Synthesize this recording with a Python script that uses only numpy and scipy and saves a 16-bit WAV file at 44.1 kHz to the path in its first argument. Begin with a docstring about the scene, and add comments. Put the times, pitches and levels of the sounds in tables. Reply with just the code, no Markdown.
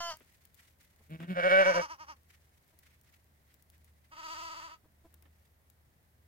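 """A lamb in a straw-covered pen gives a short, high bleat that cracks. After a soft, low knock a ewe answers in
low throbs, mouth shut, then wide open, while the running lamb joins in. Another faint grunt comes, the standing
lamb quavers from the far end, and two more grunts follow. Each voice is glottal pulses and breath through a
resonant throat. Throughout, hooves knock, straw ticks and an engine drones far away; two spaced microphones
listen."""
import sys
import numpy as np
from scipy import signal
from scipy.fft import rfft, irfft, next_fast_len
from scipy.io import wavfile
from scipy.ndimage import uniform_filter1d, map_coordinates

SR = 44100
rng = np.random.default_rng(int(sys.argv[2]) if len(sys.argv) > 2 else 0)


def digitize_waveform(pressure):
    """Quantize a signal to 16-bit integers and store it at the path in sys.argv[1].

    Rows of a 2-D input are taken as channels; values are limited to [-1, 1].
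    """
    field = np.atleast_2d(pressure).T
    bounded = np.clip(field, -1, 1)
    quanta = np.round(bounded * 32767).astype(np.int16)
    wavfile.write(sys.argv[1], SR, quanta)


N = 276507
T = np.arange(N) / SR

# Ewe's throbs: crest_s, pitch_hz, level_db, roughness, next_dip_s, dip_depth_db, sag_hz
EWE_THROBS = [(1.138,162,-40.5,0.29,1.18,26,8), (1.222,167.6,-42,0.56,1.266,23.5,9.7),
              (1.31,188.1,-32,0.31,1.343,20,26.3), (1.388,178.9,-25.5,0.27,1.414,15,22.3),
              (1.464,187.2,-20.5,.22,1.492,14,16.3), (1.535,189.4,-18.5,0.11,1.564,4,2.97),
              (1.602,192.9,-17,.1,1.644,17,15), (1.686,188.8,-19.5,0.2,1.734,19,19.9),
              (1.782,174.9,-22.5,.35,1.823,22,14.1)]
# Her throat through the mouth and through the nose: freq_hz, gain_db
EWE_MOUTH = [(190, -30), (380, -20.5), (570, -11), (760,-15.5), (950,-23), (1320,-13), (1520,-19),
             (1700,-21), (1890,-13.5), (2080,-22), (2270,-21), (2520,-27.5), (2850,-21), (3700, -33.5),
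             (6000, -41), (7000, -49.5), (10000, -50.5), (15000, -59.5)]
EWE_NOSE = [(60,-36), (115,-7), (175,6), (260,-6), (380,-10), (580,-13), (820,-31), (1400,-26),
            (2400,-22.5), (3300,-31), (6000,-49)]
# Sharp mouth resonances: freq_hz, width_hz, boost_db
EWE_RESONANCES = [(565, 50, 15.5), (1525, 55, 21), (2272, 70, 13.5)]
def ewe():
    """Three low throbs through the nose give way to a bright open-mouthed bleat."""
    open_at_s, opening_s = 1.35, .025
    lip_leak_db, nose_open_db = -12, -44.5
    arch_top_s, arch_half_s = 1.574, .22
    pitch_hz, crest_db, dip_db, roughness = throbs(EWE_THROBS, lead_s=.047, dip_power=2.7, sag_power=1.8)
    source = folds(pitch_hz + 1.1 * wobble(60), roughness, jitter=.036, hiss=1.5, hiss_hz=5000)
    shut = (1 - np.tanh((T - open_at_s) / opening_s)) / 2
    bass_db = crest_db + dip_db
    treble_db = -17.5 - 16.5 * np.abs((T - arch_top_s) / arch_half_s) ** 1.45 + .45 * dip_db
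    mouth = voiced(source, resonant(EWE_MOUTH, EWE_RESONANCES))
    mouth = amp(bass_db + lip_leak_db * shut) * shelf(mouth, treble_db - bass_db, corner_hz=1000)
    nose_db = shut * bass_db + (1 - shut) * (nose_open_db + .7 * dip_db)
    nose = amp(nose_db) * voiced(source, colour(EWE_NOSE))
    return microphones(mouth + nose, left_lead_ms=.41)


# Lamb's throat on the held note: freq_hz, gain_db
THROAT_HELD = [(200, -7), (340, -28.5), (660, -1.5), (1020, -1), (1350, -2.5), (1650, -9.5), (2050, -10.5),
               (2450, -25.5), (3050, -5), (3600, -24.5), (4700, -9), (6500, -17.5), (9000, -33),
               (15000, -36.5)]
def lamb_held_note():
    """A clean note sinks until it cracks, drops and dies."""
    start_hz, sink_hz_per_s, drop_hz = 345, 75, 28.9
    crack_at_s, crack_s, release_s = .093, .03, .042
    since_s = np.maximum(T - crack_at_s, 0)
    cracked = np.minimum(since_s / crack_s, 1)
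    pitch_hz = start_hz - sink_hz_per_s * np.minimum(T, crack_at_s) - drop_hz * cracked
    source = folds(pitch_hz, roughness=.02 + .36 * cracked ** 2, jitter=.05, hiss=2.2, hiss_hz=6900)
    level_db = -37.5 - 10 * (since_s / release_s) ** 2
    voice = voiced(source, resonant(THROAT_HELD, [(3055, 76, 4)]))
    return microphones(amp(level_db) * voice, left_lead_ms=.08)


# Lamb's throbs per bleat: crest_s, pitch_hz, level_db, roughness, next_dip_s, dip_depth_db, sag_hz
THROBS_RUNNING = [(1.622,320.1,-36,0.24,1.62,12,50.05), (1.692,339,-33,.2,1.725,12,49.98),
                  (1.759,337.2,-31,.15,1.796,11,49.94), (1.832,322.3,-35,0.18,1.879,22,52),
                  (1.916,330.6,-40.5,.2,1.972,30.5,61.9), (2.016,318.5,-45,0.23,2.061,24,52),
                  (2.1,316.2,-44,0.28,2.148,26,52)]
THROBS_STANDING = [(4.125,320.8,-51,.3,4.152,7.6,32), (4.191,329,-46,.25,4.218,5,32),
                   (4.25,329,-43.5,.2,4.274,1,26), (4.318,326.7,-42,.2,4.357,3,32),
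                   (4.388,333.1,-43,.2,4.407,.5,22), (4.432,335.1,-42.5,.15,4.45,.5,11),
                   (4.468,334,-43.5,.15,4.492,1.5,29), (4.519,330.7,-44,.25,4.548,3.4,38),
                   (4.58,329.7,-44.5,.35,4.61,3.3,35), (4.646,331.1,-45.5,.4,4.69,4.5,35),
                   (4.725,327.8,-50,.4,4.756,13,30)]
# Its throat per bleat: freq_hz, gain_db
THROAT_RUNNING = [(200, -26.5), (320, -15.5), (640, -10.5), (980, 3), (1300, 0), (1600, -6), (3000, -14),
                  (3700, -25), (4500, -19), (5800, -8.5), (7300, -29), (9000, -31), (10800, -30.5),
                  (15000, -41)]
THROAT_STANDING = [(200, -9.5), (320, -10.5), (640, -5.5), (970, 2.5), (1250, 5.5), (1450, 1), (1620, -7),
                   (1950, -1), (2250, -8), (2950, -7.5), (3900, -13.5), (4600, -10.5), (5200, -10),
                   (7000, -15), (9500, -25), (15000, -28.5)]
# Sharp throat resonances: freq_hz, width_hz, boost_db
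LAMB_RESONANCES = [(975, 110, 5), (1260, 110, 2), (1960, 110, 2), (2950, 130, 5), (4620, 180, 9)]
def lamb_bleat(rows, throat, lead_s, dip_power, sag_power, dulling):
    """A quavering bleat from the right: duller with less effort, rasping in each sag."""
    pitch_hz, crest_db, dip_db, roughness = throbs(rows, lead_s, dip_power, sag_power)
    source = folds(pitch_hz + 2.5 * wobble(90), roughness, jitter=.038, hiss=.8, hiss_hz=7500)
    voice = voiced(source, resonant(throat, LAMB_RESONANCES))
    voice = shelf(voice, treble_db=-dulling * (crest_db.max() - crest_db), corner_hz=3280)
    return microphones(amp(crest_db + dip_db) * voice, left_lead_ms=-.27)


# A soft, low knock, then three grunts: crest_s, pitch_hz, level_db
SOFT_THROBS = [(1.008, 214.5, -64.5), (2.734, 320, -70), (4.853, 310.8, -63.5), (5.055, 332.5, -56.5)]
# Their muffled colour: freq_hz, gain_db
MUFFLED_SPECTRUM = [(150, 2.5), (320, 2), (700, -3), (1100, -9.5), (2000, -24), (5000, -36.5)]
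def grunts():
    """A soft, low knock at 1.0 s, then three faint closed-mouth grunts."""
    crest_s, pitch_hz, _ = np.transpose(SOFT_THROBS)
    envelope = sum(swell(at_s, level_db, half_s=.0123) for at_s, _, level_db in SOFT_THROBS)
    source = folds(np.interp(T, crest_s, pitch_hz), roughness=.12, jitter=.015, hiss=4.6, hiss_hz=2000)
    return envelope * voiced(source, colour(MUFFLED_SPECTRUM))


def throbs(rows, lead_s, dip_power, sag_power):
    """Each throb arches between two dips, where the slack folds sag in pitch and roughen."""
    crest_s, pitch_hz, level_db, roughness, next_dip_s, depth_db, sag_hz = np.transpose(rows)
    throb = np.minimum(np.searchsorted(next_dip_s, T), len(crest_s) - 1)
    dip = throb + (T > crest_s[throb])
    dip_s = np.r_[crest_s[0] - lead_s, next_dip_s][dip]
    away = np.abs((T - crest_s[throb]) / (dip_s - crest_s[throb] + 1e-9))  # 0 at crest, 1 at dip
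    slack = np.sin(np.pi / 2 * np.minimum(away, 1) ** sag_power) ** 2
    dip_db = -np.minimum(np.abs(depth_db[dip - 1]) * away ** dip_power, 300)
    sagged_hz = np.interp(T, crest_s, pitch_hz) - sag_hz[dip - 1] * slack
    roughened = np.interp(T, crest_s, roughness) + .33 * slack
    return sagged_hz, np.interp(T, crest_s, level_db), dip_db, roughened


def folds(pitch_hz, roughness, jitter, hiss, hiss_hz):
    """Glottal pulses, less regular when rough, with a puff of turbulence in each cycle."""
    roughness = np.clip(roughness, 0, 1)
    cycles = np.cumsum(pitch_hz * (1 + jitter * roughness * wobble(300))) / SR
    closures = np.interp(np.arange(1, int(cycles[-1])), cycles, np.arange(N))
    taps = closures.astype(int)[:, None] + np.arange(-7, 9)
    offset = taps - closures[:, None]
    impulses = np.sinc(offset) * np.cos(np.pi * offset / 16) ** 2  # band-limited
    pulses = unit(np.bincount(np.clip(taps, 0, N - 1).ravel(), impulses.ravel(), N))
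    shimmer = amp(4.5 * roughness * wobble(220))
    puffs = unit(rng.standard_normal(N) * (1.3 + np.cos(2 * np.pi * cycles)))
    breath = filtered(puffs, lambda hz: (hiss_hz / 4 + 1j * hz) / (hiss_hz + 1j * hz))  # bass 12 dB down
    return shimmer * pulses + hiss * np.sqrt(roughness) * breath


def resonant(points, resonances):
    """A throat's broad colour times its sharp resonances."""
    def peak(hz, freq_hz, width_hz, boost_db):
        damping = 1j * hz * width_hz
        return 1 + (amp(boost_db) - 1) * damping / (freq_hz ** 2 - hz ** 2 + damping)
    return lambda hz: colour(points)(hz) * np.prod([peak(hz, *row) for row in resonances], axis=0)


def voiced(source, throat):
    """The source through a throat, held at rms 1."""
    sound = filtered(source, throat)
    return sound / np.sqrt(np.abs(uniform_filter1d(sound ** 2, size=900)) + 1e-12)


# Colour difference between the microphone ports: freq_hz, left_minus_right_db
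PORT_BALANCE = [(300, 1), (700, 1), (1100, -0.5), (1550, -4.5), (2100, -4.5), (2900, -1.5), (3500, 5.5),
                (5700, 3.5), (7000, -0.5), (15000, 4.5)]
def microphones(x, left_lead_ms):
    """Two spaced ports hear a voice with different delay and colour."""
    def ports(hz):
        tilt = amp(log_interp(PORT_BALANCE, hz))
        left = np.sqrt(tilt) * np.exp(1j * np.pi * hz * left_lead_ms / 1000)
        return np.array([left, 1 / left]) / np.sqrt(np.cosh(np.log(tilt)))
    return filtered(x, ports)


# Hoof knocks and snapping straws: start_s, level_db, left_minus_right_db
HOOF_KNOCKS = [(0.206, -49, 3), (1.201, -37.5, 0), (1.229, -37, 2), (2.301, -61.5, 1), (5.136, -57.5, -3),
               (5.225, -58, -0.5), (5.255, -54, -3.5)]
STRAW_TICKS = [(0.1702, -41.5, 1.5), (0.4524, -43, 4), (0.5442, -53.5, 24), (1.1046, -51, 1.5),
               (2.7896, -45, 7), (3.0125, -50, 5.0), (3.5414, -49, 11.5), (3.6237, -48.5, 8.5),
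               (3.7006, -47, 5), (3.8449, -50, 6), (5.1412, -45.5, 11), (5.2241, -47.5, 9),
               (5.7001, -50, 11)]
# Their spectra: freq_hz, gain_db
HOOF_SPECTRUM = [(100, -8), (250, 5.5), (900, -5), (1900, -4), (3400, -10.5), (4500, -24), (15000, -32.5)]
TICK_SPECTRUM = [(500, -38), (2000, -4.5), (4500, -3.5), (9000, 0), (15000, 6)]
def contacts(rows, spectrum, t60_s, gain_db):
    """Each contact is a short dying burst of crushed straw and earth."""
    track = np.zeros((2, N + SR))
    t = np.arange(SR // 8) / SR
    for start_s, level_db, pan_db in rows:
        burst = (rng.standard_normal(len(t)) + rng.standard_normal((2, len(t)))) * amp(-60 * t / t60_s)
        gains = amp(level_db + gain_db + np.array([[pan_db], [-pan_db]]) / 2)
        track[:, round(start_s * SR):][:, :len(t)] += gains * burst
    return filtered(track[:, :N], colour(spectrum))


# Foot scuffs: crest_s, level_db, half_s
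SCUFFS = [(0.599, -61.5, 0.0095), (2.308,-63,0.0056), (2.341,-68,0.019), (2.864,-70,.025),
          (2.931,-67.5,0.028), (3.081,-67,0.014), (3.139,-60.5,0.011), (3.52,-68,0.04), (3.745,-66.5,.015),
          (3.885,-73,0.01), (4.055,-69,0.018)]
# Rubbed straw: freq_hz, gain_db
SCUFF_SPECTRUM = [(600, -22), (1400, -5), (2000, 2), (3000, -5), (6000, -7), (15000, -10.5)]
def bedding():
    """Restless feet scuff the straw and snap tiny stalks; the rustle fades as the animals settle."""
    snaps_per_s, settling_db_per_s = 45, 2
    friction = filtered(rng.standard_normal((2, N)), colour(SCUFF_SPECTRUM))
    friction = unit(friction * amp(3 * wobble(16) + 3.4 * wobble(90)))
    breaks = (rng.random(N) < snaps_per_s / SR) * amp(4 * np.clip(rng.standard_normal(N), -1, 1))
    snaps = unit(filtered(breaks * rng.standard_normal((2, N)), colour(TICK_SPECTRUM)))
    scuffs = sum(swell(*row) for row in SCUFFS) * shelf(friction, treble_db=-7.5, corner_hz=3750)
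    rustle = amp(-71 - settling_db_per_s * T) * (friction + amp(-4) * snaps)
    return scuffs + rustle


def scattered(x):
    """Straw, wire and boards close by smear each pulse over a few milliseconds."""
    bands_hz = np.arange(0, SR / 2, 170)
    detours_rad = np.cumsum(np.r_[0, rng.uniform(0, np.pi, len(bands_hz) - 1)])
    smeared = filtered(x, lambda hz: np.exp(-1j * np.interp(hz, bands_hz, detours_rad)))
    spray = filtered(echo(x, t60_s=.04, wet_db=-6), lambda hz: 1j * hz / (3500 + 1j * hz))
    return amp(-.7) * smeared + spray


def echo(x, t60_s, wet_db):
    """Ground, shed and feeders scatter a short tail."""
    t = np.arange(SR // 2) / SR
    tail = rng.standard_normal((2, len(t))) * amp(-60 * t / t60_s) * (t > .003)
    return amp(wet_db) * signal.fftconvolve(x, tail / np.linalg.norm(tail[0]), axes=1)[:, :N]


def engine():
    """A distant engine drones unsteadily and slowly grows louder."""
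    pitch_hz = 76.5 + 2.4 * wobble(9)
    phase = 2 * np.pi * np.cumsum(pitch_hz) / SR
    octave = .099 * amp(4.2 * wobble(3)) * np.sin(2 * phase)
    level_db = -74 + .66 * T + 2.2 * wobble(6.6)
    return amp(level_db) * unit(np.sin(phase) + octave)


# Outdoor air: freq_hz, gain_db
AIR_SPECTRUM = [(12, -43), (20, -19.5), (53, -7), (81, -0.5), (98, -6.5), (123, -6.5), (285, -18),
                (485, -21.5), (574, -20), (1290, -28.5), (1960, -26), (2460, -33), (7110, -37),
                (14700, -32), (16000, -33.5)]
def air():
    """Faint outdoor noise, narrow in the bass and wide in the treble."""
    mid, side = filtered(rng.standard_normal((2, N)), colour(AIR_SPECTRUM))
    side = filtered(side, colour([(30, -4.5), (80, -12.5), (300, -7), (1200, 2.5), (5000, -.5)]))
    return amp(-69) * unit(np.array([mid + side, mid - side]))


def amp(db):
    """Decibels to gain."""
    return 10 ** (np.asarray(db) / 20)


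def unit(x):
    """Scale to rms 1."""
    return x / np.sqrt(np.mean(x ** 2) + 1e-20)


def swell(crest_s, level_db, half_s):
    """A Gaussian envelope."""
    return amp(level_db) * np.exp(-((T - crest_s) / half_s) ** 2)


def wobble(knots_per_s):
    """A smooth random curve."""
    knots = rng.standard_normal(int(N * knots_per_s / SR) + 4)
    return map_coordinates(knots, [T * knots_per_s])


def log_interp(points, hz):
    """Interpolate (freq_hz, value) points on a log frequency axis."""
    freq_hz, values = np.transpose(points)
    return np.interp(np.log(hz + 1), np.log(freq_hz + 1), values)


def filtered(x, response):
    """Apply a complex frequency response."""
    size = 2 * next_fast_len(N // 2 + 8192)
    return irfft(rfft(x, size) * response(np.fft.rfftfreq(size, 1 / SR)), size)[..., :N]


def colour(points):
    """Minimum-phase response through (freq_hz, gain_db) points."""
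    def response(hz):
        cepstrum = irfft(np.log(amp(log_interp(points, hz))))
        cepstrum[1:len(hz) - 1] *= 2
        cepstrum[len(hz):] = 0
        return np.exp(rfft(cepstrum))
    return response


def shelf(x, treble_db, corner_hz):
    """Change the level above the corner."""
    low = filtered(x, lambda hz: 1 / (1 + (hz / corner_hz) ** 4))
    return low + amp(treble_db) * (x - low)


def scene():
    """The animals in their pen; from its far end the lamb's voice carries more echo."""
    running = lamb_bleat(THROBS_RUNNING, THROAT_RUNNING,
                         lead_s=.04, dip_power=1.8, sag_power=.93, dulling=.28)
    standing = lamb_bleat(THROBS_STANDING, THROAT_STANDING,
                          lead_s=.013, dip_power=2.6, sag_power=1.3, dulling=.75)
    far = standing + echo(standing, t60_s=.088, wet_db=-6.5)
    animals = scattered(ewe() + lamb_held_note() + running + far + grunts())
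    hooves = contacts(HOOF_KNOCKS, HOOF_SPECTRUM, t60_s=.104, gain_db=-.5)
    ticks = contacts(STRAW_TICKS, TICK_SPECTRUM, t60_s=.019, gain_db=-12.5)
    pen = animals + hooves + ticks + bedding()
    return pen + echo(pen, t60_s=.2, wet_db=-20) + engine() + air()


def record(dry):
    """The recorder keeps nothing above its band limit."""
    return filtered(dry, lambda hz: hz < 16200)


dry = scene()
out = record(dry)
digitize_waveform(out)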